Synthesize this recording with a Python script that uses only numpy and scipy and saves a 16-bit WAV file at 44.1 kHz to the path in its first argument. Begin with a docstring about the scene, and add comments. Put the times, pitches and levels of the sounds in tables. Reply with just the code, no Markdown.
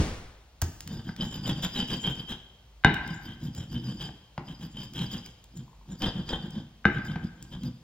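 """A stone pestle grinds dry grains in a stone mortar on a wooden floor in a small room.
Strokes are random fracture clicks heard through bowl and pestle; rolling stone rumbles the floor and each
stroke lurches it. Knocks and chinks are damped modes, grain snaps are noise bursts, a creak is soft ticks.
An earlier knock, as fading noise, is still dying away at the start over still room air."""
import sys
import numpy as np
from scipy import signal
from scipy.fft import rfft, irfft, next_fast_len
from scipy.io import wavfile

SR = 44100
rng = np.random.default_rng(int(sys.argv[2]) if len(sys.argv) > 2 else 0)


def generate_wav(signal):
    """Clip the signal to [-1, 1] and save it as 16-bit WAV at the path in sys.argv[1]."""
    frames = np.transpose(np.atleast_2d(signal))
    scaled = np.clip(frames, -1, 1) * 32767
    pcm = np.round(scaled).astype(np.int16)
    wavfile.write(sys.argv[1], SR, pcm)


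N = 345296


def amp(db):
    """Decibels to gain."""
    return 10 ** (np.asarray(db) / 20)


def unit_rms(x):
    """Scales to an rms of 1."""
    return x / np.sqrt(np.mean(x ** 2) + 1e-20)


def read(points, hz):
    """Interpolates a table along a log-frequency axis."""
    point_hz, value = np.transpose(points)
    return np.interp(np.log(hz + 1), np.log(point_hz + 1), value)


def add(mix, start_s, sound):
    """Mixes a sound in at start_s."""
    part = mix[max(round(start_s * SR), 0):][:len(sound)]
    part += sound[:len(part)]


def bins_hz(size):
    """Frequencies of a spectrum of size samples."""
    return np.fft.rfftfreq(size, 1 / SR)


def coloured(x, points):
    """Shapes x by a smooth gain curve, at an rms of 1."""
    size = next_fast_len(x.shape[-1] + SR // 20)
    gain = amp(read(points, bins_hz(size)))
    return unit_rms(irfft(rfft(x, size) * gain, size)[..., :x.shape[-1]])


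def cut(x, hz, kind, order):
    """Butterworth low-pass or high-pass."""
    sos = signal.butter(order, min(hz, SR / 2 - 1), kind, fs=SR, output="sos")
    return signal.sosfilt(sos, x)


def ringing(modes, size=30000):
    """Click response of a body: a sum of exponentially decaying modes."""
    t = np.arange(size) / SR
    return sum(amp(level_db) * np.exp(-np.log(1000) * t / t60_s) * np.cos(2 * np.pi * pitch_hz * t)
               for pitch_hz, level_db, t60_s in modes)


# left-right likeness of room sound at two close ports: [freq_hz, likeness_0_to_1]
PORT_LIKENESS = [(200, .99), (500, .88), (1200, .75), (2300, .2), (3300, .3), (4800, .65), (8000, .98),
                 (11000, .98), (15000, .7)]


def diffuse(pair):
    """Makes two unrelated signals as alike as room sound is at two close ports."""
    size = next_fast_len(pair.shape[-1])
    a, b = rfft(pair, size)
    same = np.clip(read(PORT_LIKENESS, bins_hz(size)), 0, 1)
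    return irfft(np.array([a, same * a + np.sqrt(1 - same ** 2) * b]), size)[:, :pair.shape[-1]]


# room decay: [freq_hz, t60_s]
ROOM_DECAY = [(80, 0.79), (250, 0.74), (800, 0.9), (1600, 1), (3200, 0.9), (7000, 0.77), (15000, 1)]


def dying(pair, stretch=1):
    """Lets every band fade at the pace of the room, times stretch."""
    hz, t, z = signal.stft(pair, SR, nperseg=256)
    t60_s = stretch * read(ROOM_DECAY, hz)[:, None]
    fade = np.exp(-np.log(1000) * t / t60_s)
    return signal.istft(z * fade, SR, nperseg=256)[1][:, :pair.shape[-1]]


# spectra of still air, earlier knock's echo, floor shudder: [freq_hz, gain_db]
AIR_COLOUR = [(20, -52), (35, -36.5), (50, 9), (75, -6), (130, -11), (220, -21), (400, -22.5), (800, -22),
              (1600, -30), (3200, -27), (7000, -34), (15000, -40.5)]
ECHO_COLOUR = [(25, -2.5), (80, -1), (300, -12), (600, -16.5), (1200, -22.5), (2500, -24.5), (5000, -27.5),
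               (9000, -32), (14000, -56), (16000, -39)]
SHUDDER_COLOUR = [(25, -14), (48, -1), (85, 9), (110, -5.5), (140, 7), (230, 2), (320, 0.5), (450, -7.5),
                  (800, -56.5)]


def background():
    """Still room air, and the fading echo and floor shudder of the knock just before, all shaped noise."""
    t = np.arange(N) / SR
    air = amp(-55.5) * coloured(diffuse(rng.standard_normal((2, N))), AIR_COLOUR)
    echo = coloured(diffuse(rng.standard_normal((2, N))), ECHO_COLOUR)
    echo = amp(-27) * dying(echo, stretch=.93)
    shudder = amp(-18.5) * coloured(rng.standard_normal(N), SHUDDER_COLOUR) * np.exp(-t / .023)
    return air + echo + shudder


# stone on stone; levels relative within each column:
# [start_s, blow_db, contact_cutoff_hz, crunch_db, thump_db, thump_hz, thump_decay_s]
KNOCKS = [(.621, -25, 1240, -26.5, -17.5, 86.8, .032), (1.091, -30, 1940, -36.5, -45, 160, .008),
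          (2.847, -2, 3900, -11.5, -1.5, 159.6, .0038), (3.575, -48, 1200, -42, -28, 88, .018),
          (4.089, -52, 1970, -37, -27, 131, .0047), (4.3787, -46, 1093, -26.5, -23.5, 148, .0067),
          (6.8534, -4.3, 2150, -16, -7, 186, .0052), (7.158, -28, 1196, -28, -22.5, 159.8, .019)]
# bowl modes before damping, quick clack then lasting ring: [pitch_hz, level_db, t60_s]
BOWL_MODES = [(487, -19.5, 0.12), (820, -17, 0.051), (1302, -8, 0.024), (1563, 5.5, 0.032),
              (2010, -4, .025), (2325, -9, 0.012), (2885, -7.5, 0.027), (3663, -6, 0.053), (814, -37.5, .3),
              (1470, -30, .42), (1571, -22, .6), (1602, -29, 1), (1659, -27, .35), (3890, -30, 0.62)]
# spectrum of crushed grain: [freq_hz, gain_db]
CRUNCH_COLOUR = [(200, -12), (500, -1), (850, 5.5), (1500, -5.5), (2300, -9), (3800, -15), (5000, -15),
                 (8000, -26.5), (16000, -37)]
SETTLE_DB, SETTLE_S = -4.5, .024  # the pestle comes to rest on the ringing stone and damps it
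GRAZE_LEAD_S, GRAZE_DB = .009, -25  # the pestle grazes the bowl just before it lands


def knocks():
    """A short contact rings the bowl and crushes what lies under it; then the floor gives and shudders."""
    out, bowl = np.zeros(N), ringing(BOWL_MODES)
    t = np.arange(len(bowl)) / SR
    settle = amp(SETTLE_DB * (1 - np.exp(-(t / SETTLE_S) ** 2)))
    for start_s, blow_db, cutoff_hz, crunch_db, thump_db, thump_hz, thump_decay_s in KNOCKS:
        clack = cut(bowl, cutoff_hz, "low", order=3)
        clack = cut(clack, 4300, "low", order=6)  # no contact is short enough to ring the top
        clack = amp(blow_db - 7) * settle * cut(clack, 350, "high", order=2)
        add(out, start_s - GRAZE_LEAD_S, amp(GRAZE_DB) * clack)
        add(out, start_s, clack)

        crunch = coloured(rng.standard_normal(len(t)), CRUNCH_COLOUR) * np.exp(-t / .005)
        add(out, start_s, amp(crunch_db - 4) * cut(crunch, 5000, "low", order=2))

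        bounce = -np.sin(2 * np.pi * thump_hz * t) * np.exp(-t / thump_decay_s)
        bounce *= 1 - np.exp(-t / .0005)
        shudder = coloured(rng.standard_normal(len(t)), SHUDDER_COLOUR)
        shudder *= np.exp(-t / .044) * (1 - np.exp(-t / .0041))
        thump = cut(bounce + amp(-16.5) * shudder, 38, "high", order=2)
        add(out, start_s + .003, amp(thump_db) * thump)
    return out


# large grains crack; levels relative: [start_s, treble_db, body_re_treble_db]
SNAPS = [(.617, -18.5, -2.5), (.6207, -22, -17), (.8062, -30.5, -1.5), (.8756, -32, -2.5),
         (1.1638, -42.5, 9.5), (2.9422, -34, 8), (3.0772, -40.5, 9), (3.549, -39, -1.5), (4.936, -40, -2),
         (4.9914, -46, 20), (5.131, -43, 4), (5.2609, -36, 2), (5.441, -43.5, -6), (5.573, -40, -7),
         (6.0203, -35.5, 13.5), (6.2909, -45, 22), (6.5063, -43, -4.5), (7.0504, -44, -.5),
         (7.426, -35, -16), (7.6344, -41, 4)]
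# spectrum of a bursting grain: [freq_hz, gain_db]
CRACK_COLOUR = [(300, -27), (900, -2.5), (4000, 8.5), (7000, 11), (13000, 2), (16000, 10.5)]


def snaps():
    """A grain bursts in a few milliseconds of bright crackle."""
    out, t = np.zeros(N), np.arange(2048) / SR
    for start_s, treble_db, body_db in list(SNAPS) + small_snaps():
        burst = coloured(rng.standard_normal(len(t)), CRACK_COLOUR)
        treble = cut(burst, 3500, "high", order=3)
        body = cut(burst, 3700, "low", order=3)
        crackle = treble + amp(body_db + 4.5) * body
        add(out, start_s, amp(treble_db + 1) * crackle * np.exp(-t / .0024))
    return out


# strokes: [start_s, length_s, floor_weight_db, grit_bite_db, board_pitch_hz]
STROKES = [(.867, .16, -7, -17, 140), (1.045, .077, -7, -16, 190), (1.181, .1, -2, -9, 175),
           (1.3, .12, -6, -13, 170), (1.44, .1, 1, -3, 190), (1.553, .067, -7, -13, 165),
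           (1.624, .047, -3, 1, 190), (1.741, .105, -4, -1, 205), (1.887, .09, -6, -2.5, 215),
           (2.025, .099, -3, -2.5, 170), (2.147, .088, -11, -13, 155), (2.281, .077, -13, -8, 185),
           (3.052, .12, -6, -18, 168), (3.227, .12, -9, -16, 160), (3.406, .094, -4, -18, 160),
           (3.538, .12, -11, -16, 160), (3.703, .1, -2, -14, 172), (3.824, .13, -4, -14, 200),
           (3.981, .11, -10, -11, 160), (4.457, .092, -11, -18, 165), (4.595, .086, -7, -16.5, 170),
           (4.737, .14, -11, -15, 200), (4.941, .13, -1, -8, 185), (5.096, .11, -7, -10, 175),
           (5.215, .097, -28, -22, 150), (5.54, .093, -11, -26, 148), (5.876, .1, -9, -23, 175),
           (6.009, .087, -3, -1, 195), (6.147, .085, -4, -17, 180), (6.278, .096, -4, -5.5, 160),
           (6.401, .084, -6, -20, 160), (6.522, .098, -7, -19, 210), (6.937, .066, -3, -14, 145),
           (7.047, .11, -4, -17, 155), (7.215, .062, -3, -22, 185), (7.374, .11, -16, -30, 145),
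           (7.506, .079, -8, -17.5, 155), (7.612, .094, -2, -20, 140)]
SMALL_SNAP_CHANCE = .5  # per stroke
SMALL_SNAP_DB, SMALL_SNAP_SPREAD_DB, SMALL_SNAP_BODY_DB = -50, 3, 15
SMALL_SNAP_DB_PER_BITE_DB = .5  # a harder bite cracks larger grains


def small_snaps():
    """Lesser grains give way at chance moments as a stroke presses down: rows like those of SNAPS."""
    rows = []
    for start_s, length_s, _, bite_db, _ in STROKES:
        luck, place, size = rng.random(3)
        if luck < SMALL_SNAP_CHANCE:
            snap_s = start_s + length_s * (.25 + place / 2)
            treble_db = SMALL_SNAP_DB + SMALL_SNAP_DB_PER_BITE_DB * bite_db
            treble_db += SMALL_SNAP_SPREAD_DB * (2 * size - 1)
            rows.append((snap_s, treble_db, SMALL_SNAP_BODY_DB))
    return rows


def grit(per_s, spread_db):
    """Tiny fractures under the pestle: random clicks, a few much larger than the rest."""
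    size = amp(spread_db * np.minimum(rng.exponential(1, N), 4))
    happens = rng.random(N) < per_s / SR
    return unit_rms(size * rng.choice([-1., 1.], N) * happens)


def pressure(layer, efforts_db):
    """Each stroke swells, holds and eases off; a layer grows with the effort by its own law."""
    full_db, growth, lag_s, length_share, steepness = layer
    t, power = np.arange(0, N, 64) / SR, 0
    for (start_s, length_s, *_), effort_db in zip(STROKES, efforts_db):
        u = (t - start_s - length_s / 2 - lag_s) / (length_s * length_share / 2)
        power = power + amp(full_db + growth * effort_db) ** 2 * np.exp(-abs(u) ** steepness)
    return np.interp(np.arange(N) / SR, t, np.sqrt(power))


# nominal pestle modes: [pitch_hz, level_db, t60_s]
PESTLE_MODES = [(3070, -24.5, 0.044), (3240, -31, .04), (3133, 3, 0.056), (3263, -6, .025),
                (3520, -14.5, 0.033), (3850, -10.5, .03), (4860, 0, 0.047), (5497, -8.5, .01),
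                (7033, -13, .022), (8450, -49, 0.051), (11000, -22, 0.006), (13400, -15, .02)]


def pestle(fractures, detune=.011, vary_db=9.5, count=24, size=1400):
    """The contact point rolls on; each spot favours and bends the modes in its own way."""
    spots = []
    for draw in rng.standard_normal((count, len(PESTLE_MODES), 2)):
        modes = [(pitch_hz * (1 + detune * bend), level_db + vary_db * favour, t60_s)
                 for (pitch_hz, level_db, t60_s), (bend, favour) in zip(PESTLE_MODES, draw)]
        spots.append(unit_rms(ringing(modes, size=3000)))
    out = np.zeros(N)
    for start in range(0, N, size):
        spot = spots[rng.integers(count)]
        add(out, start / SR, signal.fftconvolve(fractures[start:start + size], spot))
    return out


# stroke layers: [full_effort_db, db_per_effort_db, lag_s, length_share, edge_steepness]
SCRAPE_LAYER = (-33.9, .98, .002, .69, 2.8)
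RING_LAYER = (-30.8, 1.1, -.004, .67, 3.5)
FIZZ_LAYER = (-36, .86, -.004, .7, 2.2)
RUMBLE_LAYER = (-31.3, 1, .005, .8, 2.4)
# spectra of bowl scrape and floor rumble: [freq_hz, gain_db]
SCRAPE_COLOUR = [(250, 13.5), (430, 5), (520, 5.5), (660, -2), (770, 3), (1000, 1), (1330, -7.5), (1570, 3),
                 (1850, -6), (2400, -37), (3500, 5.5), (6000, -51.5)]
RUMBLE_COLOUR = [(26, -34), (45, -7.5), (92, -3.5), (130, 5), (222, 1), (238, 4), (265, -7), (346, -7),
                 (382, -26.5), (448, -38), (480, -18), (620, -50), (1060, -120)]
# how strongly strokes set the bowl scraping: [time_s, bowl_db]
BOWL_SHARE = [(1.2, 3), (1.55, 2), (1.8, -2.5), (2.3, .5), (5.2, -1), (6, 4.5), (6.35, 6), (7.7, 2)]
PESTLE_DB_PER_BOWL_DB = -.4  # the pestle rings less as the bowl takes more


def grinding():
    """The same fractures sound through bowl and pestle; the rolling of the stone shakes the floor."""
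    _, _, weight_db, bite_db, _ = np.transpose(STROKES)
    bowl_db = np.interp(np.arange(N) / SR, *np.transpose(BOWL_SHARE))
    # grains break in clusters
    clumps = coloured(rng.standard_normal(N), [(10, -18), (30, -.5), (90, -7.5), (250, -39), (1000, -85.5)])
    fractures = grit(per_s=2000, spread_db=3) * amp(1.8 * clumps)
    stone = pestle(fractures)

    scrape = coloured(fractures, SCRAPE_COLOUR) * pressure(SCRAPE_LAYER, bite_db) * amp(bowl_db)
    ring = unit_rms(cut(stone, 4200, "low", order=6)) * pressure(RING_LAYER, bite_db)
    fizz = cut(cut(stone, 20000, "low", order=4), 4400, "high", order=6)
    fizz = unit_rms(fizz) * pressure(FIZZ_LAYER, bite_db)
    rumble = coloured(grit(per_s=740, spread_db=4), RUMBLE_COLOUR) * pressure(RUMBLE_LAYER, weight_db)
    return scrape + (ring + fizz) * amp(PESTLE_DB_PER_BOWL_DB * bowl_db) + rumble


LURCH_DB, LURCH_LAG_S = -25.5, .005  # level at 0 dB weight; delay after mid-stroke


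def lurches(width_s=.011, fall_per_s=8.74):
    """Bending waves in the boards arrive high notes first, so each lurch sinks in pitch."""
    out, t = np.zeros(N), np.arange(-2048, 2048) / SR
    for start_s, length_s, weight_db, _, pitch_hz in STROKES:
        turns = np.cumsum(pitch_hz * np.exp(-fall_per_s * t)) / SR + rng.random()
        wave = np.sin(2 * np.pi * turns) * np.exp(-(t / width_s) ** 2 / 2)
        peak_s = start_s + length_s / 2 + LURCH_LAG_S
        add(out, peak_s + t[0], amp(LURCH_DB + weight_db) * wave)
    return out


# the pestle catches and chinks: [start_s, relative_db]
CHINKS = [(1.208, -21.5), (1.341, -32), (1.457, -30), (1.636, -24), (1.808, -25), (2.064, -29),
          (2.195, -31), (4.008, -29), (5.136, -32), (6.019, -27), (6.292, -26)]


def chinks(detune=.012):
    """A larger slip builds over a millisecond or two and rings the pestle, each time at another spot."""
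    out, rise = np.zeros(N), 1 - np.exp(-np.arange(4096) / SR / .0012)
    for start_s, level_db in CHINKS:
        bends = rng.standard_normal(len(PESTLE_MODES))
        modes = [(pitch_hz * (1 + detune * bend), mode_db, t60_s)
                 for (pitch_hz, mode_db, t60_s), bend in zip(PESTLE_MODES, bends)]
        chink = cut(ringing(modes, size=4096), 4500, "low", order=3) * rise
        add(out, start_s, amp(level_db - 3) * chink)
    return out


# soft ticks of a faint creak: [centre_s, peak_db]
CREAK_TICKS = [(5.681, -49.5), (5.732, -49.5), (5.771, -58), (5.814, -51), (5.859, -56)]


def creak(pitch_hz=980, width_s=.0015):
    """Each tick is a few cycles of one low, woody note."""
    out, t = np.zeros(N), np.arange(-256, 256) / SR
    tick = np.cos(2 * np.pi * pitch_hz * t) * np.exp(-(t / width_s) ** 2 / 2)
    for centre_s, peak_db in CREAK_TICKS:
        add(out, centre_s + t[0], amp(peak_db) * tick)
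    return out


def room(x, count=3):
    """Dense reflections start after the nearest wall and shift as the pestle moves; bass stays mostly direct."""
    t, out = np.arange(SR * 3 // 4) / SR, 0
    wet_db = [(120, -9), (300, -9), (800, -4), (1600, -6), (2500, -2.5), (4000, -5.5), (7000, -6), (14000, -14.5)]
    wet = amp(read(wet_db, bins_hz(len(t))))
    onset = np.clip((t - .007) / .0048, 0, 1)
    early_boost = 1 + 2.3 * np.exp(-t / .022)
    for k in range(count):
        happens = rng.random((2, len(t))) < 4000 / SR  # 4000 reflections per second
        taps = rng.choice([-1., 1.], (2, len(t))) * happens
        tail = dying(diffuse(taps)) * onset * early_boost
        tail = irfft(rfft(tail / np.linalg.norm(tail[0])) * wet, len(t))
        # squared shares sum to 1
        share = np.sqrt(2 / count) * np.cos(np.pi * (np.arange(N) / SR + k / count))
        out = out + signal.fftconvolve((x * share)[None], tail, axes=1)[:, :N]
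    return out


def scene():
    """The mortar, straight and by way of the room, over the background."""
    mortar = grinding() + lurches() + knocks() + chinks() + snaps() + creak()
    return mortar + room(mortar) + background()


# level between the ports: [freq_hz, left_minus_right_db]
PORT_BALANCE = [(280, 0), (550, 3), (900, 3.5), (1600, 2.5), (3000, 1.2), (4500, 0)]
EDGE_HZ, LEFT_LEAD_S, CEILING = 15900, 4.9e-5, .9


def record(dry):
    """Two close ports, the left a little nearer and louder; soft overload; the band limit."""
    size = next_fast_len(N + SR // 10)
    padded = np.pad(dry, ((0, 0), (0, size - N)))
    hz = bins_hz(size)
    tilt = amp(read(PORT_BALANCE, hz) / 2) * np.exp(1j * np.pi * hz * LEFT_LEAD_S)
    ports = irfft(rfft(padded) * np.array([tilt, 1 / tilt]), size)[:, :N]
    limited = ports / (1 + (ports / CEILING) ** 6) ** (1 / 6)
    band = signal.firwin(511, EDGE_HZ, window=("kaiser", 9), fs=SR)
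    return signal.oaconvolve(limited, band[None], "same")


dry = scene()
out = record(dry)
generate_wav(out)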